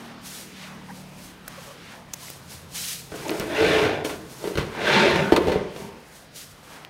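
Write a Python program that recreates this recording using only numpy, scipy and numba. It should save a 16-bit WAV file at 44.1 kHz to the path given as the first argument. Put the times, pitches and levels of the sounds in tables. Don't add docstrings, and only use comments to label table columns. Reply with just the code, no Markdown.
import sys
import numpy as np
from scipy import signal
from scipy.io import wavfile
from scipy.ndimage import uniform_filter1d
from numba import njit

SR = 44100
rng = np.random.default_rng(int(sys.argv[2]) if len(sys.argv) > 2 else 0)


def pcm_store(signal):
    levels = np.round(np.clip(np.atleast_2d(signal), -1, 1) * 32767)
    wavfile.write(sys.argv[1], SR, levels.astype(np.int16).T)


N = 304069
T = np.arange(N) / SR

# freq_hz, density_db_per_hz
HUSH_SPECTRUM = [(15, -45), (25, 12.5), (102, -3), (161, 5.5), (335, 0.5), (1070, -4.5), (5000, -15.5),
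                 (7510, -109.5), (8140, -87), (13600, -76), (14800, -33), (16000, -39)]
HUSH_RMS_DB = -48.5
WHINE_HZ, WHINE_RMS_DB = 14928, -76

# time_s, firing_rate_hz
ENGINE_RATE = [(0, 39.48), (.86, 37.25), (1.3, 36.43), (2.15, 33.98), (3, 33.5), (6.9, 31.25)]
# time_s, level_db
ENGINE_GAIN = [(0, -47), (.4, -50.5), (.9, -46), (1.4, -52.5), (2, -53), (2.6, -54.5), (3, -50.5), (6, -59),
               (6.9, -59)]
# multiple_of_firing_rate, relative_level_db
ENGINE_HARMONICS = [(3, -7), (4, -1.5), (5, 1), (6, -5.5), (7, -9)]

# start_s, level_db, pitch_hz, snap_to_tone_ratio, decay_tau_s
DRY_TICKS = [(1.479, -28.5, 1520, 1.2, 0.0018), (1.4816, -28.5, 603, 1.5, 0.0014),
             (2.1346, -20, 7100, 0.3, 0.00065), (2.1376, -18, 6070, 0.88, 0.001),
             (2.1418, -22, 6650, 0.6, 0.00088), (2.283, -30.5, 2100, 0.1, 0.002),
             (2.302, -20, 503, 1, 0.00033), (3.0878, -44.5, 8850, 0.5, .001),
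             (3.283, -23, 7000, .4, 0.00057), (3.306, -24, 6200, 1, 0.00055),
             (3.398, -22, 5500, 0.84, 0.0012), (3.474, -36, 9270, .4, .0008),
             (5.108, -37.5, 10600, 0.9, 0.0023), (6.8495, -20, 2950, 0.23, 0.00035)]
TICK_THIN = 0.24

# start_s, length_s, slip_rate_hz, level_db
FLOOR_CREAKS = [(0.882, .05, 960, -44), (1.574, 0.032, 529, -44), (1.664, 0.059, 539, -41.5),
                (2.216, 0.052, 1003, -49)]
CREAK_OCTAVE_DB, CREAK_WAVER = -5, 0.1

# time_s, level_db
FLOOR_BOOM = [(0, -62), (2.0, -63), (2.2, -65), (2.55, -50), (2.75, -54), (3.1, -64), (6.9, -77)]
# full_strength_s, rise_s, hold_s, cloth_db, feet_db
MOVEMENTS = [(0.006, 0.06, 0.055, -55, -44), (0.259, 0.045, 0.13, -39.5, -51),
             (0.63, 0.19, 0.049, -51.5, -44), (0.965, 0.24, 0.036, -49, -48),
             (1.243, 0.21, 0.0061, -45.5, -53), (1.503, 0.1, 0.14, -54.5, -48),
             (1.646, 0.27, 0.027, -48, -63), (1.933, 0.32, 0.033, -54, -45.5), (2.214, 0.12, 0.1, -42, -55),
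             (2.518, 0.086, .02, -42, -49), (2.759, 0.051, 0.16, -32, -64), (3.157, 0.11, 0.23, -44, -44.5),
             (3.64, 0.69, 0.2, -44, -57), (4.047, 0.0041, 0.0034, -36, -51),
             (4.295, 0.065, 0.065, -47.5, -55), (4.46, 0.22, 0.014, -43, -45.5),
             (4.884, 1, 0.58, -50.5, -41.5), (5.52, .07, .01, -60, -63), (5.778, 0.1, 0.051, -48, -56),
             (6.17, 0.31, 0.014, -50, -70), (6.362, 0.037, 0.05, -41, -73),
             (6.731, 0.25, 0.011, -49.5, -45.5)]
RISE_DB, CLOTH_FADE_DB_PER_S, FEET_FADE_DB_PER_S = 19.5, 113, 39

# freq_hz, relative_level_db, t60_s
FIRST_PANEL_MODES = [(236, -6, 0.033), (313.5, -3.5, 0.051), (425, -1.5, 0.035), (521, -8, 0.045),
                     (602, -3.5, 0.036), (688, -7.5, 0.04), (823, -2.5, 0.021), (995, -5, 0.011)]
# freq_hz, relative_level_db, t60_s
SECOND_PANEL_MODES = [(203, -7.5, 0.099), (304, -4.5, 0.02), (390.5, -1.5, 0.034), (475, -6, 0.036),
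                      (577, -1, 0.018), (728, -3, 0.015), (908, -3, 0.026), (1095, -5, 0.015)]
# freq_hz, relative_level_db, t60_s
TRACK_MODES = [(1130, 8.5, 0.007), (1430, -1, 0.034), (1562, 0.5, 0.033), (1763, 1, 0.023),
               (2032, 3, 0.017), (2343, 5.5, 0.0093)]
# freq_hz, relative_level_db, t60_s
PIN_MODES = [(2765, 6, 0.0053), (3076, 1, 0.0091), (3530, 1.5, 0.0048), (4250, 2, 0.0057)]
# freq_hz, relative_level_db, t60_s
AIR_MODES = [(85.7, -7, 0.079), (131, -3.5, 0.046), (180, -2, 0.04)]
PANEL_SHIFT_DB, METAL_SHIFT_DB, AIR_SHIFT_DB = 3.2, 1.3, 1.9

# time_s, roller_force_db, air_thump_db
DOOR_TRAVEL = [
    [(3.14, -51, -48), (3.234, -39, -47), (3.3, -32, -44), (3.46, -33.5, -49), (3.55, -25, -39),
     (3.63, -21, -29), (3.718, -20, -36), (3.856, -22, -26.5), (3.95, -27.5, -35.5), (4.04, -34, -44),
     (4.174, -42.5, -48), (4.378, -48.5, -49), (4.43, -37.5, -50)],
    [(4.62, -49, -45), (4.716, -34.5, -51), (4.86, -21.5, -34), (4.95, -17, -33.5), (5.068, -19, -34),
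     (5.19, -23.5, -20.5), (5.3, -31, -63), (5.44, -31, -31), (5.57, -31.5, -53), (5.73, -43.5, -64),
     (5.8, -36, -39), (6.0, -51, -61)],
]
SECOND_DOOR_S = 4.435
FULL_FORCE_DB = -20
TRACK_DB, TRACK_SLOPE = -23.5, 1.44
RUB_DB, RUB_SLOPE = -24.5, 1.66
SCRAPE_DB, GRIND_DB = 3.5, -1.5
SCRAPE_DAMPING = 1.1
SOFT_HZ, HARD_HZ, HARDEN_DB_PER_OCTAVE = 412, 830, 11

# start_s, panel_db, crack_db, air_thump_db, chatter_tau_s
DOOR_KNOCKS = [(3.119, -29.5, -33, -34, 0.0073), (3.14, -22.5, -33, -45, 0.015),
               (3.199, -35, -53, -32.5, 0.0055), (3.294, -20.5, -16.5, -45, 0.0042),
               (3.314, -18, -24, -33, 0.017), (3.398, -22.5, -17, -20, 0.033),
               (4.048, -18, -16, -54, 0.016), (4.095, -27, -17.5, -48, 0.031),
               (4.441, -16, -24, -31, 0.039), (4.474, -19, -25, -48, 0.017), (4.507, -23, -40, -51, 0.0055),
               (4.554, -23, -21.5, -24, 0.0074), (4.574, -18.5, -10.5, -18, 0.039),
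               (4.583, -17.5, -30, -13, 0.0029), (5.158, -12, -16, -20, 0.0078),
               (5.322, -2, -10, -11, 0.017), (5.352, -16, -30, -35, 0.0033),
               (5.363, -27, -6.5, -41, 0.0085), (5.375, -6.5, -27, -21, 0.0036),
               (5.471, -13.5, -19, -16, 0.014), (5.483, -6.5, -16.5, -20.5, 0.038),
               (5.519, -11.5, -16.5, -47, 0.026), (5.557, -11.5, -32, -20, 0.005),
               (5.762, -30, -27.5, -47, 0.0064)]
# start_s, length_s, pitch_hz, level_db
PIN_GROANS = [(3.118, 0.032, 1500, -42), (3.245, 0.024, 870, -33.5), (3.556, 0.041, 2580, -32),
              (3.584, .13, 447, -22), (3.745, 0.14, 441, -23), (4.8, 0.14, 595, -30),
              (4.85, 0.063, 1564, -22.5), (4.92, 0.064, 910, -32), (4.944, 0.15, 379, -23.5),
              (5.233, 0.084, 1480, -32.5)]
GROAN_DAMPING = 0.054

ROOM_T60_S, ROOM_DB = 0.62, -13
NOTCH_HZ, TOP_HZ = 7464, 15750


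def undb(db):
    return 10 ** (np.asarray(db) / 20)


def unit(x):
    return x / np.sqrt(np.mean(x ** 2))


def curves(*tables):
    rows = []
    for table in tables:
        before = (table[0][0] - 1 / 200, -120, *table[0][2:])
        after = (table[-1][0] + 1 / 200, -120, *table[-1][2:])
        rows += [before, *table, after]
    time_s, *columns = np.transpose(rows)
    return [np.interp(T, time_s, column) for column in columns]


@njit
def svf(x, hz, damping):
    y, b, l = np.empty(len(x)), 0., 0.
    for i in range(len(x)):
        g = np.tan(np.pi * hz[i] / SR)
        v = (b + g * (x[i] - l)) / (1 + g * (g + damping))
        b, l, y[i] = 2 * v - b, l + 2 * g * v, damping * v
    return y


def band(x, hz, damping):
    return svf(x, np.clip(hz + 0 * T, 20, SR / 2.3), float(damping))


def noise_band(hz, damping, second_hz, second_damping):
    return band(band(rng.standard_normal(N), hz, damping), second_hz, second_damping)


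def walk(rate_hz):
    k = int(SR / rate_hz)
    held = np.repeat(rng.standard_normal(N // k + 1), k)
    return 1.26 * uniform_filter1d(uniform_filter1d(held, k), k)[:N]


def swell(start_s, length_s):
    return np.sqrt(np.sin(np.pi * np.clip((T - start_s) / length_s, 0, 1)).clip(0))


def decaying_sine(t, hz, t60_s):
    return np.sin(2 * np.pi * hz * t) * 1000 ** (-t / t60_s)


def ring(force, modes):
    t = np.arange(SR // 2) / SR
    response = sum(undb(db) * decaying_sine(t, hz, t60_s) for hz, db, t60_s in modes)
    return signal.fftconvolve(force, response / np.abs(response).max())[:N]


def shake(force, modes, shift_db):
    t = np.arange(SR // 4) / SR
    rings = [(-1) ** k * undb(db) * decaying_sine(t, hz, t60_s)
             for k, (hz, db, t60_s) in enumerate(modes)]
    out = sum(signal.fftconvolve(force * undb(shift_db * walk(22)), r)[:N] for r in rings)
    high_pass = signal.butter(2, 0.75 * modes[0][0], "high", fs=SR, output="sos")
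    return signal.sosfilt(high_pass, out) / np.linalg.norm(rings)


def panels(force, play):
    first = T < SECOND_DOOR_S
    return play(force * first, FIRST_PANEL_MODES) + play(force * ~first, SECOND_PANEL_MODES)


def hush():
    hz_points, db_points = np.transpose(HUSH_SPECTRUM)
    out = 0
    for hz in 30 * 2 ** np.arange(0, 9.2, 1 / 3):
        noise = noise_band(hz, 0.34, hz, 0.38)
        density_db = np.interp(np.log(hz), np.log(hz_points), db_points)
        out = out + undb(density_db + 3.6 * walk(8.8)) * noise
    return unit(out) * undb(HUSH_RMS_DB)


def whine():
    return undb(WHINE_RMS_DB) * np.sqrt(2) * np.sin(2 * np.pi * WHINE_HZ * T)


def engine():
    rate_hz = np.interp(T, *np.transpose(ENGINE_RATE)) * (1 + 0.0097 * walk(5.6))
    phase = 2 * np.pi * np.cumsum(rate_hz) / SR
    tone = sum(undb(db + 3.2 * walk(4.96)) * np.sin(k * phase + k * k) for k, db in ENGINE_HARMONICS)
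    blur = unit(noise_band(197, 0.9, 197, 0.9))
    return (tone + 0.48 * blur) * undb(np.interp(T, *np.transpose(ENGINE_GAIN)))


def ticks():
    out = np.zeros(N)
    t = np.arange(SR // 50) / SR
    for start_s, db, hz, snap_ratio, tau_s in DRY_TICKS:
        noise = rng.standard_normal(len(t))
        snap = noise - TICK_THIN * np.roll(noise, 1)
        tick = np.sin(2 * np.pi * hz * t) + snap_ratio * snap
        i = int(start_s * SR)
        out[i:i + len(t)] += undb(db) * tick * np.exp(-t / max(tau_s, 1 / 5000))
    return out


def creaks():
    wavering_s = np.cumsum(1 + CREAK_WAVER * walk(200)) / SR
    out = 0
    for start_s, length_s, hz, db in FLOOR_CREAKS:
        phase = 2 * np.pi * hz * wavering_s
        tone = np.sin(phase) + undb(CREAK_OCTAVE_DB) * np.sin(2 * phase)
        out = out + undb(db) * swell(start_s, length_s) * tone
    return out * undb(3.5 * walk(90.1))


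def movements(db, fade_db_per_s):
    full_s, rise_s, hold_s = np.array(MOVEMENTS).T[:3, :, None]
    before_db = RISE_DB * np.clip(full_s - T, 0, None) / np.maximum(rise_s, 1 / 200)
    after_db = fade_db_per_s * np.clip(T - full_s - hold_s, 0, None)
    return np.sqrt(np.sum(undb(2 * (db[:, None] - before_db - after_db)), axis=0))


def walker():
    cloth_db, feet_db = np.transpose(MOVEMENTS)[-2:]
    fibres = rng.standard_normal(N) * undb(walk(80))
    cloth = unit(band(band(fibres, 4040, 2.6), 7100, 3.6))
    soles = rng.standard_normal(N) * undb(walk(40))
    feet = unit(band(band(soles, 900 * 2 ** (0.69 * walk(6.17)), 1.17), 550, 10.7))
    boom = unit(noise_band(79, 0.19, 87, 0.31)) * undb(curves(FLOOR_BOOM)[0])
    cloth = cloth * movements(cloth_db, CLOTH_FADE_DB_PER_S)
    feet = feet * movements(feet_db, FEET_FADE_DB_PER_S)
    return cloth + feet + boom


def groans():
    out = np.zeros(N)
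    for start_s, length_s, hz, db in PIN_GROANS:
        slips = unit(band(rng.standard_normal(N), hz, GROAN_DAMPING))
        out += undb(db) * swell(start_s, length_s) * slips
    return out


def blows(times_s, levels_db, chatter_tau_s, sharp):
    out = np.zeros(N)
    t = np.arange(SR // 5) / SR
    for start_s, db, tau_s in zip(times_s, levels_db, chatter_tau_s):
        tau_s = max(tau_s, 1 / 1000)
        force = rng.standard_normal(len(t)) * np.exp(-t / tau_s) / np.sqrt(tau_s * SR / 2)
        force[0] += sharp
        i = int(start_s * SR)
        out[i:i + len(t)] += undb(db) * force
    return out


def knocks():
    start_s, panel_db, crack_db, air_db, tau_s = np.transpose(DOOR_KNOCKS)
    crack = blows(start_s, crack_db, tau_s, 0.27)
    push = blows(start_s, panel_db, tau_s, 0.91)
    push = band(band(push, SOFT_HZ, 1.23), SOFT_HZ, 1.23)
    wood = 2.65 * panels(push, ring)
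    metal = 2.35 * ring(crack, TRACK_MODES + PIN_MODES)
    direct = 7.2 * band(crack, 2300, 0.82)
    air = ring(blows(start_s, air_db, tau_s, 1.0), AIR_MODES)
    return 0.95 * (wood + metal + direct) + 0.78 * air


def grit(per_s, scatter_db):
    size = undb(scatter_db * rng.exponential(size=N))
    return (rng.random(N) < per_s / SR) * rng.choice([-1, 1], N) * size


def rolling():
    force_db, thump_db = curves(*DOOR_TRAVEL)
    over_full_db = force_db - FULL_FORCE_DB
    track_db = TRACK_DB + TRACK_SLOPE * over_full_db
    rub_db = RUB_DB + RUB_SLOPE * over_full_db
    contact_hz = HARD_HZ * 2 ** (over_full_db / HARDEN_DB_PER_OCTAVE)
    bumps = unit(grit(8000, 2.0) * undb(0.7 * walk(45))) * (force_db > -100)
    push = band(bumps * undb(force_db), contact_hz, 3.1)
    rumble = panels(push, lambda x, modes: shake(x, modes, PANEL_SHIFT_DB))
    rattle = shake(bumps * undb(track_db), TRACK_MODES, METAL_SHIFT_DB)
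    rub = shake(bumps * undb(rub_db), PIN_MODES, METAL_SHIFT_DB)
    scrape = band(band(bumps * undb(rub_db + SCRAPE_DB), 3480, SCRAPE_DAMPING), 4080, 0.47)
    grind = band(band(bumps * undb(track_db + GRIND_DB), 1850, 0.4), 1910, 0.51)
    boom = shake(bumps * undb(thump_db), AIR_MODES, AIR_SHIFT_DB)
    return rumble + rattle + rub + scrape + grind + boom


def doors():
    return rolling() + knocks() + groans()


def room(x):
    t = np.arange(SR) / SR
    noise = rng.standard_normal(SR) * (t > 0.006)
    low = signal.lfilter([0.15], [1, -0.85], noise)
    low_tail = low * 1000 ** (-t / ROOM_T60_S)
    treble_tail = 0.21 * (noise - low) * 1000 ** (-t / (0.3 * ROOM_T60_S))
    tail = low_tail + treble_tail
    return x + undb(ROOM_DB) * signal.fftconvolve(x, tail / np.linalg.norm(tail))[:N]


def scene():
    background = hush() + whine() + engine()
    person = ticks() + creaks() + walker()
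    mono = background + person + room(doors())
    return np.array([mono, mono])


def record(dry):
    x = signal.sosfilt(signal.butter(2, 55, "high", fs=SR, output="sos"), dry)
    x = signal.lfilter(*signal.iirnotch(NOTCH_HZ, 40, fs=SR), x)
    return signal.sosfilt(signal.ellip(10, 0.2, 70, TOP_HZ, fs=SR, output="sos"), x)


dry = scene()
out = record(dry)
pcm_store(out)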